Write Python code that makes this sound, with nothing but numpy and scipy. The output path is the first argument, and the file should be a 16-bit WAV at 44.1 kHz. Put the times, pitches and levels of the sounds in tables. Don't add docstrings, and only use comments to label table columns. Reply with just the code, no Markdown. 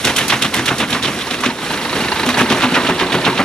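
import sys
import numpy as np
from scipy import signal
from scipy.fft import rfft, irfft
from scipy.io import wavfile

SR = 44100
rng = np.random.default_rng(int(sys.argv[2]) if len(sys.argv) > 2 else 0)


def master_out(mix):
    frames = np.transpose(np.atleast_2d(mix))
    ceiling = np.clip(frames, -1, 1)
    pcm = np.round(ceiling * 32767).astype(np.int16)
    wavfile.write(sys.argv[1], SR, pcm)


N = 151704


def from_db(db):
    return 10 ** (np.asarray(db) / 20)


def rms_one(x):
    return x / np.sqrt(np.mean(x ** 2) + 1e-20)


def in_time(rows):
    s, *columns = np.transpose(rows)
    return [np.interp(np.arange(N) / SR, s, column) for column in columns]


def at_hz(points, hz):
    table = np.array(points)
    return np.interp(np.log(hz), np.log(table[:, 0]), table[:, 1])


def drift(rate):
    r = np.exp(-80 * np.pi * rate / SR)
    noise = rng.standard_normal(N // 40 + 2002)
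    slow = signal.lfilter([1], [1, -2 * r, r * r], noise)[2000:]
    return np.interp(np.arange(N) / 40, np.arange(len(slow)), rms_one(slow))


def bursts(s, db, attack, decay):
    power = np.zeros(N)
    start = np.clip(((s - attack) * SR).astype(int), 0, N - 1)
    np.add.at(power, start, from_db(db) ** 2)
    t = np.arange(int(.25 * SR)) / SR
    shape = (1 - np.exp(-t / attack)) ** 3 * np.exp(-2 * t / decay)
    return np.sqrt(np.abs(signal.fftconvolve(power, shape / shape.max())[:N]))


def resonate(x, hz, width):
    r = np.exp(-np.pi * width / SR)
    poles = [1, -2 * r * np.cos(2 * np.pi * hz / SR), r * r]
    return signal.lfilter(np.array([1, 0, -1]) * (1 - r * r) / 2, poles, x)


# f/Hz, left minus right level/dB
LEAN = [(600, 0), (1410, -2), (3100, -5.5), (6800, -1), (9500, -1.5), (12500, 3.5)]
# f/Hz, level/dB
UNLIKE = [(60, -75), (250, -24), (1000, -16), (4000, -6.5), (12000, 1.5)]


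def pair(mid, side, hz):
    lean = at_hz(LEAN, hz) / 2
    difference = from_db(at_hz(UNLIKE, hz)) * side * [[1], [-1]]
    return from_db([[lean], [-lean]]) * (mid + difference)


def bank(white, gain):
    out, edges = 0, np.geomspace(22, 16500, num=24)
    for k, (low, high) in enumerate(zip(edges, edges[1:])):
        centre = np.sqrt(low * high)
        band = signal.butter(2, [low, high], "band", fs=SR, output="sos")
        mid, side = signal.sosfilt(band, white[k % 2])
        out = out + gain(centre) * pair(mid, side, centre)
    return out


SPLINTER_SPREAD_DB = 2.5


def splinters(rate):
    shape = (2, 2, N)
    unevenness = from_db(SPLINTER_SPREAD_DB * np.minimum(rng.exponential(1, shape), 3))
    sizes = unevenness * rng.standard_normal(shape)
    return rms_one(sizes * (rng.random(N) < rate / SR))


# f/Hz, relative level/dB per Hz
ROAR = [(33, -15), (50, -10.5), (113, -4), (267, 3.5), (741, -4), (1050, -2), (3500, -8), (5500, -20),
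        (10300, -26), (15500, -47)]
# t/s, level/dB, extra treble before scaling/dB
ROAR_LEVEL = [(0, -20.5, 5), (.9, -24, 3.5), (1.6, -24.5, 2), (1.9, -20.5, 2.5), (2.6, -19.5, -0.5),
              (3.44, -20.5, -1)]
ROAR_PATCHY_DB = 1.5
LOOSE_CHIPS_PER_S, LOOSE_CHIPS_DB = 500, -11.5


def roar():
    level_db, treble_db = in_time(ROAR_LEVEL)
    together = drift(6.6)
    chips = from_db(LOOSE_CHIPS_DB) * splinters(LOOSE_CHIPS_PER_S)
    white = rng.standard_normal((2, 2, N)) + chips

    def gain(hz):
        patchy_db = ROAR_PATCHY_DB * (0.93 * together + drift(63))
        return from_db(at_hz(ROAR, hz) + treble_db * (hz > 4500) + patchy_db)

    return from_db(level_db) * rms_one(bank(white, gain))


# t/s, f/Hz, mean level around which it wanders/dB
ENGINE = [(0, 82, -38), (1.5, 80.4, -50.5), (2.2, 87.3, -37), (3.44, 82.5, -48)]


def engine():
    hz, hum_db = in_time(ENGINE)
    return from_db(hum_db + 2 * drift(11.0)) * np.sin(2 * np.pi * np.cumsum(hz) / SR)


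# t/s, crack level/dB, thud level/dB, knock level/dB
KNIVES = [(0.0498, -4.5, -16.5, -15), (0.0724, -3.5, -13, -15), (0.0972, -9.5, -20, -15.5),
          (0.165, -6.5, -35, -32), (0.185, -3, -22, -13), (0.2098, -6.5, -16, -25), (0.282, -12, -36, -44),
          (0.3018, -2.5, -17.5, -15.5), (0.3281, -5, -12, -9), (0.4223, -2, -14.5, -16.5),
          (0.4504, -8, -13.5, -16), (0.5419, -5.5, -22, -17.5), (0.5645, -6.5, -14, -16),
          (0.5899, -8.5, -10.5, -15), (0.6598, -11, -26, -25), (0.6815, -4, -17, -15.5),
          (0.7092, -16, -10.5, -10), (0.784, -12.5, -24, -50), (0.8053, -6, -12.5, -16),
          (0.8299, -12, -17, -12.5), (0.904, -11.5, -21, -22), (0.9297, -3.5, -11, -17.5),
          (0.955, -22, -32, -12.5), (1.029, -6, -18, -47), (1.0498, -6, -14, -16.5),
          (1.0777, -13, -13, -16), (1.1887, -14.5, -28, -26), (1.2118, -11, -30, -30),
          (1.3081, -8.5, -21.5, -20), (1.3388, -10.5, -21, -17), (1.407, -15, -19, -29),
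          (1.438, -7.5, -32, -11.5), (1.4573, -6, -9, -17), (2.2624, -12, -13, -17),
          (2.2907, -9, -15.5, -12), (2.3755, -14, -16, -12.5), (2.3907, -3.5, -13, -9.5),
          (2.4089, -7.5, -6.5, -8.5), (2.5011, -5.5, -10, -19), (2.5195, -7.5, -7.5, -8.5),
          (2.608, -19, -34, -16), (2.6238, -5.5, -14, -15), (2.6391, -5, -10.5, -7),
          (2.7167, -17, -11.5, -36), (2.747, -2.5, -17.5, -15), (2.7687, -23, -12.5, -6),
          (2.851, -14, -17, -16), (2.8684, -7.5, -36, -20), (2.893, -13, -5.5, -8), (2.997, -5, -25, -17.5),
          (3.0179, -14, -8, -9), (3.124, -7.5, -13.5, -18), (3.146, -12, -5, -10.5), (3.2504, -5, -13, -38),
          (3.2724, -13, -6.5, -5.5), (3.3509, -16, -19.5, -31), (3.3786, -7, -25, -22),
          (3.3985, -25, -5, -6)]
# t/s, relative level/dB, loss within the group/dB per s
TREBLE = [(0, -14, 400), (1.0, -23.5, 420), (1.25, -37, 150), (1.45, -23.5, 200), (2.3, -20.5, 56),
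          (2.6, -33, 100), (3.44, -56.5, 50)]
# centre f/Hz, attack/s, decay/s, gain/dB
PARTS = [(280, 0.011, 0.018, -8.5), (1090, 0.01, 0.012, -1.5), (3180, 0.0062, 0.012, 0.5),
         (8850, 0.0022, 0.0062, -8)]
CHIP_TAIL_S, CHIP_TAIL_DB = 0.024, -7.5


def bite_envelopes(s, since):
    _, crack, thud, knock = np.transpose(KNIVES)
    at = (s * SR).astype(int)
    treble_db, loss = in_time(TREBLE)
    treble = treble_db[at] - loss[at] * since
    envelopes = []
    for db, (_, attack, decay, gain_db) in zip((thud, knock, crack, treble), PARTS):
        level_db = db - db.mean() + gain_db
        bite = bursts(s, level_db, attack, decay)
        tail = bursts(s, level_db + CHIP_TAIL_DB, decay, CHIP_TAIL_S)
        envelopes.append(np.hypot(bite, tail))
    return envelopes


CRACKS_PER_S, CRACK_CYCLES = 700, 23


def cracks(gain):
    pitches = np.geomspace(550, 4600, num=24)
    dealt = rng.integers(0, len(pitches), N)
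    sizes = rng.standard_normal((2, N)) * (rng.random(N) < CRACKS_PER_S / SR)
    total = 0
    for k, hz in enumerate(pitches):
        width = np.log(1000) / np.pi * hz / CRACK_CYCLES
        hits = gain(hz) * sizes * (dealt == k) + 1e-18
        total = total + pair(*resonate(hits, hz, width), hz) / np.sqrt(hz)
    return rms_one(total)


# f/Hz, relative level/dB per Hz
BITE = [(45, -33), (250, 0), (578, -11.5), (1410, -10), (3600, -14.5), (5200, -19.5), (10500, -29.5),
        (15500, -45)]
BITE_DB, BITE_PATCHY_DB, SPLINTERS_PER_S, CRACKS_DB = -0.5, 1.5, 6000, -26
SPLIT_HZ, SPLIT_FALL_PER_S, SPLIT_SCATTER, SPLIT_OCTAVES, SPLIT_DB = 3610, 9.0, 0.066, 0.28, 3


def tearing_wood(s, since, parts):
    scatter = SPLIT_SCATTER * rng.standard_normal(len(s))
    knife_hz = SPLIT_HZ * np.exp(scatter - SPLIT_FALL_PER_S * since)
    latest = np.searchsorted((s * SR).astype(int), np.arange(N) + 200) - 1
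    split_hz = knife_hz[np.maximum(latest, 0)]
    centres = [part[0] for part in PARTS]

    def gain(hz):
        shares = [at_hz(list(zip(centres, row)), hz) for row in np.eye(len(PARTS))]
        envelope = sum(share * part for share, part in zip(shares, parts))
        ring_db = SPLIT_DB * np.exp(-(np.log2(hz / split_hz) / SPLIT_OCTAVES) ** 2)
        return from_db(at_hz(BITE, hz) + BITE_PATCHY_DB * drift(11.4) + ring_db) * envelope

    tear = from_db(BITE_DB) * bank(splinters(SPLINTERS_PER_S), gain)
    return tear + from_db(CRACKS_DB) * cracks(gain)


# f/Hz, level with the first log/dB,
# level as the second enters/dB, level once it is gripped/dB, time to fall 60 dB/s
HOUSING = [(132.9, 0, -5.5, -6.5, 0.23), (173.8, -6.5, -7.5, -3, 0.2), (216, 1, -4, -15, 0.35),
           (249.4, -2.5, 9, -6, 0.22), (277.3, -5, -6.5, -3, 0.34), (322.5, -7, -16, -13, 0.64),
           (366.6, -31, -3, -3.5, 0.32), (423.3, -8, -14, -3.5, 0.12)]
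# first log gone t/s, second enters t/s, starts to be gripped t/s, gripped t/s
FEED_S = [1.1, 1.3, 2.6, 3.2]
HOUSING_DB = 2.5
PUSH_STEADY, PUSH_LAG_S = 0.83, 0.007


def housing(s, thud_envelope):
    thud = np.transpose(KNIVES)[2]
    blows = np.zeros(N)
    at = (s * SR).astype(int) + int(PUSH_LAG_S * SR)
    blows[at] = from_db(thud - thud.mean()) * PUSH_STEADY * np.sqrt(SR * PARTS[0][2])
    pushes = blows + thud_envelope * rng.standard_normal((len(HOUSING), N))
    boom = 0
    for push, (hz, first_db, enters_db, gripped_db, t60) in zip(pushes, HOUSING):
        feed_db = np.interp(np.arange(N) / SR, FEED_S, [first_db, enters_db, enters_db, gripped_db])
        boom = boom + resonate(push * from_db(feed_db), hz, np.log(1000) / np.pi / t60)
    return from_db(HOUSING_DB) * boom


GROUP_GAP_S = .05


def knives():
    s = np.transpose(KNIVES)[0]
    first_of_group = np.diff(s, prepend=-1) > GROUP_GAP_S
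    since = s - np.maximum.accumulate(s * first_of_group)
    parts = bite_envelopes(s, since)
    return tearing_wood(s, since, parts) + housing(s, parts[0])


# t/s, relative level/dB
THROWS = [(1.232, -41), (1.269, -30.5), (1.387, -30), (1.501, -26.5), (1.584, -33.5), (1.619, -33.5),
          (1.662, -30.5), (1.703, -27), (1.74, -28), (1.774, -28.5), (1.814, -29), (1.85, -23.5),
          (1.894, -26), (1.928, -24.5), (1.963, -25.5), (2.007, -25.5), (2.046, -24), (2.083, -25),
          (2.118, -20), (2.158, -27), (2.195, -21.5), (2.232, -22.5), (2.302, -22.5), (2.342, -21)]
# f/Hz, width/Hz, relative level/dB
CHUTE = [(353, 45, -6), (909, 84, 2), (1800, 460, -0.5), (2850, 44, -6.5), (3820, 160, -5.5),
         (4400, 790, -0.5), (1980, 3500, -11.5)]
PADDLE_ATTACK_S, PADDLE_DECAY_S = 0.0014, 0.009
PADDLE_STRIKE_DB = 13.5
PADDLE_GAP_S, PADDLE_LOADED_DB = 0.029, -29.5


def paddles():
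    s, db = np.transpose(THROWS)
    later = np.arange(s[-1] + PADDLE_GAP_S, N / SR, PADDLE_GAP_S)
    spray_db = np.r_[db, PADDLE_LOADED_DB + 0 * later]
    spray = bursts(np.r_[s, later], spray_db, PADDLE_ATTACK_S, PADDLE_DECAY_S)
    strike = np.zeros(N)
    strike[(s * SR).astype(int)] = from_db(db + PADDLE_STRIKE_DB)
    push = spray * rng.standard_normal((2, N)) + strike * [[1], [0]]
    clatter = 0
    for j, (hz, width, mode_db) in enumerate(CHUTE):
        level = (-1) ** j * from_db(mode_db) * np.sqrt(SR / width / 2)
        clatter = clatter + level * pair(*resonate(push, hz, width), hz)
    return clatter


RIGHT_LAG_S, LAG_FADES_HZ = .00004, 9700


def scene():
    left, right = roar() + engine() + knives() + paddles()
    hz = np.fft.rfftfreq(N, 1 / SR)
    late = np.exp(-2j * np.pi * hz * RIGHT_LAG_S / (1 + (hz / LAG_FADES_HZ) ** 2))
    return np.array([left, irfft(rfft(right) * late, N)])


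# f/Hz, width/Hz, level at the centre/dB
MIC = [(4935, 790, -4.5), (9960, 980, 5.5), (5640, 430, 4.5)]
TOP, CUTOFF_HZ = 1.1, 15950


def record(dry):
    for hz, width, db in MIC:
        dry = dry + (from_db(db) - 1) * resonate(dry, hz, width)
    rounded = np.clip(TOP * np.tanh(dry / TOP), -1, 1)
    top_cut = signal.cheby2(18, 70, CUTOFF_HZ, fs=SR, output="sos")
    return signal.sosfilt(top_cut, rounded)


dry = scene()
out = record(dry)
master_out(out)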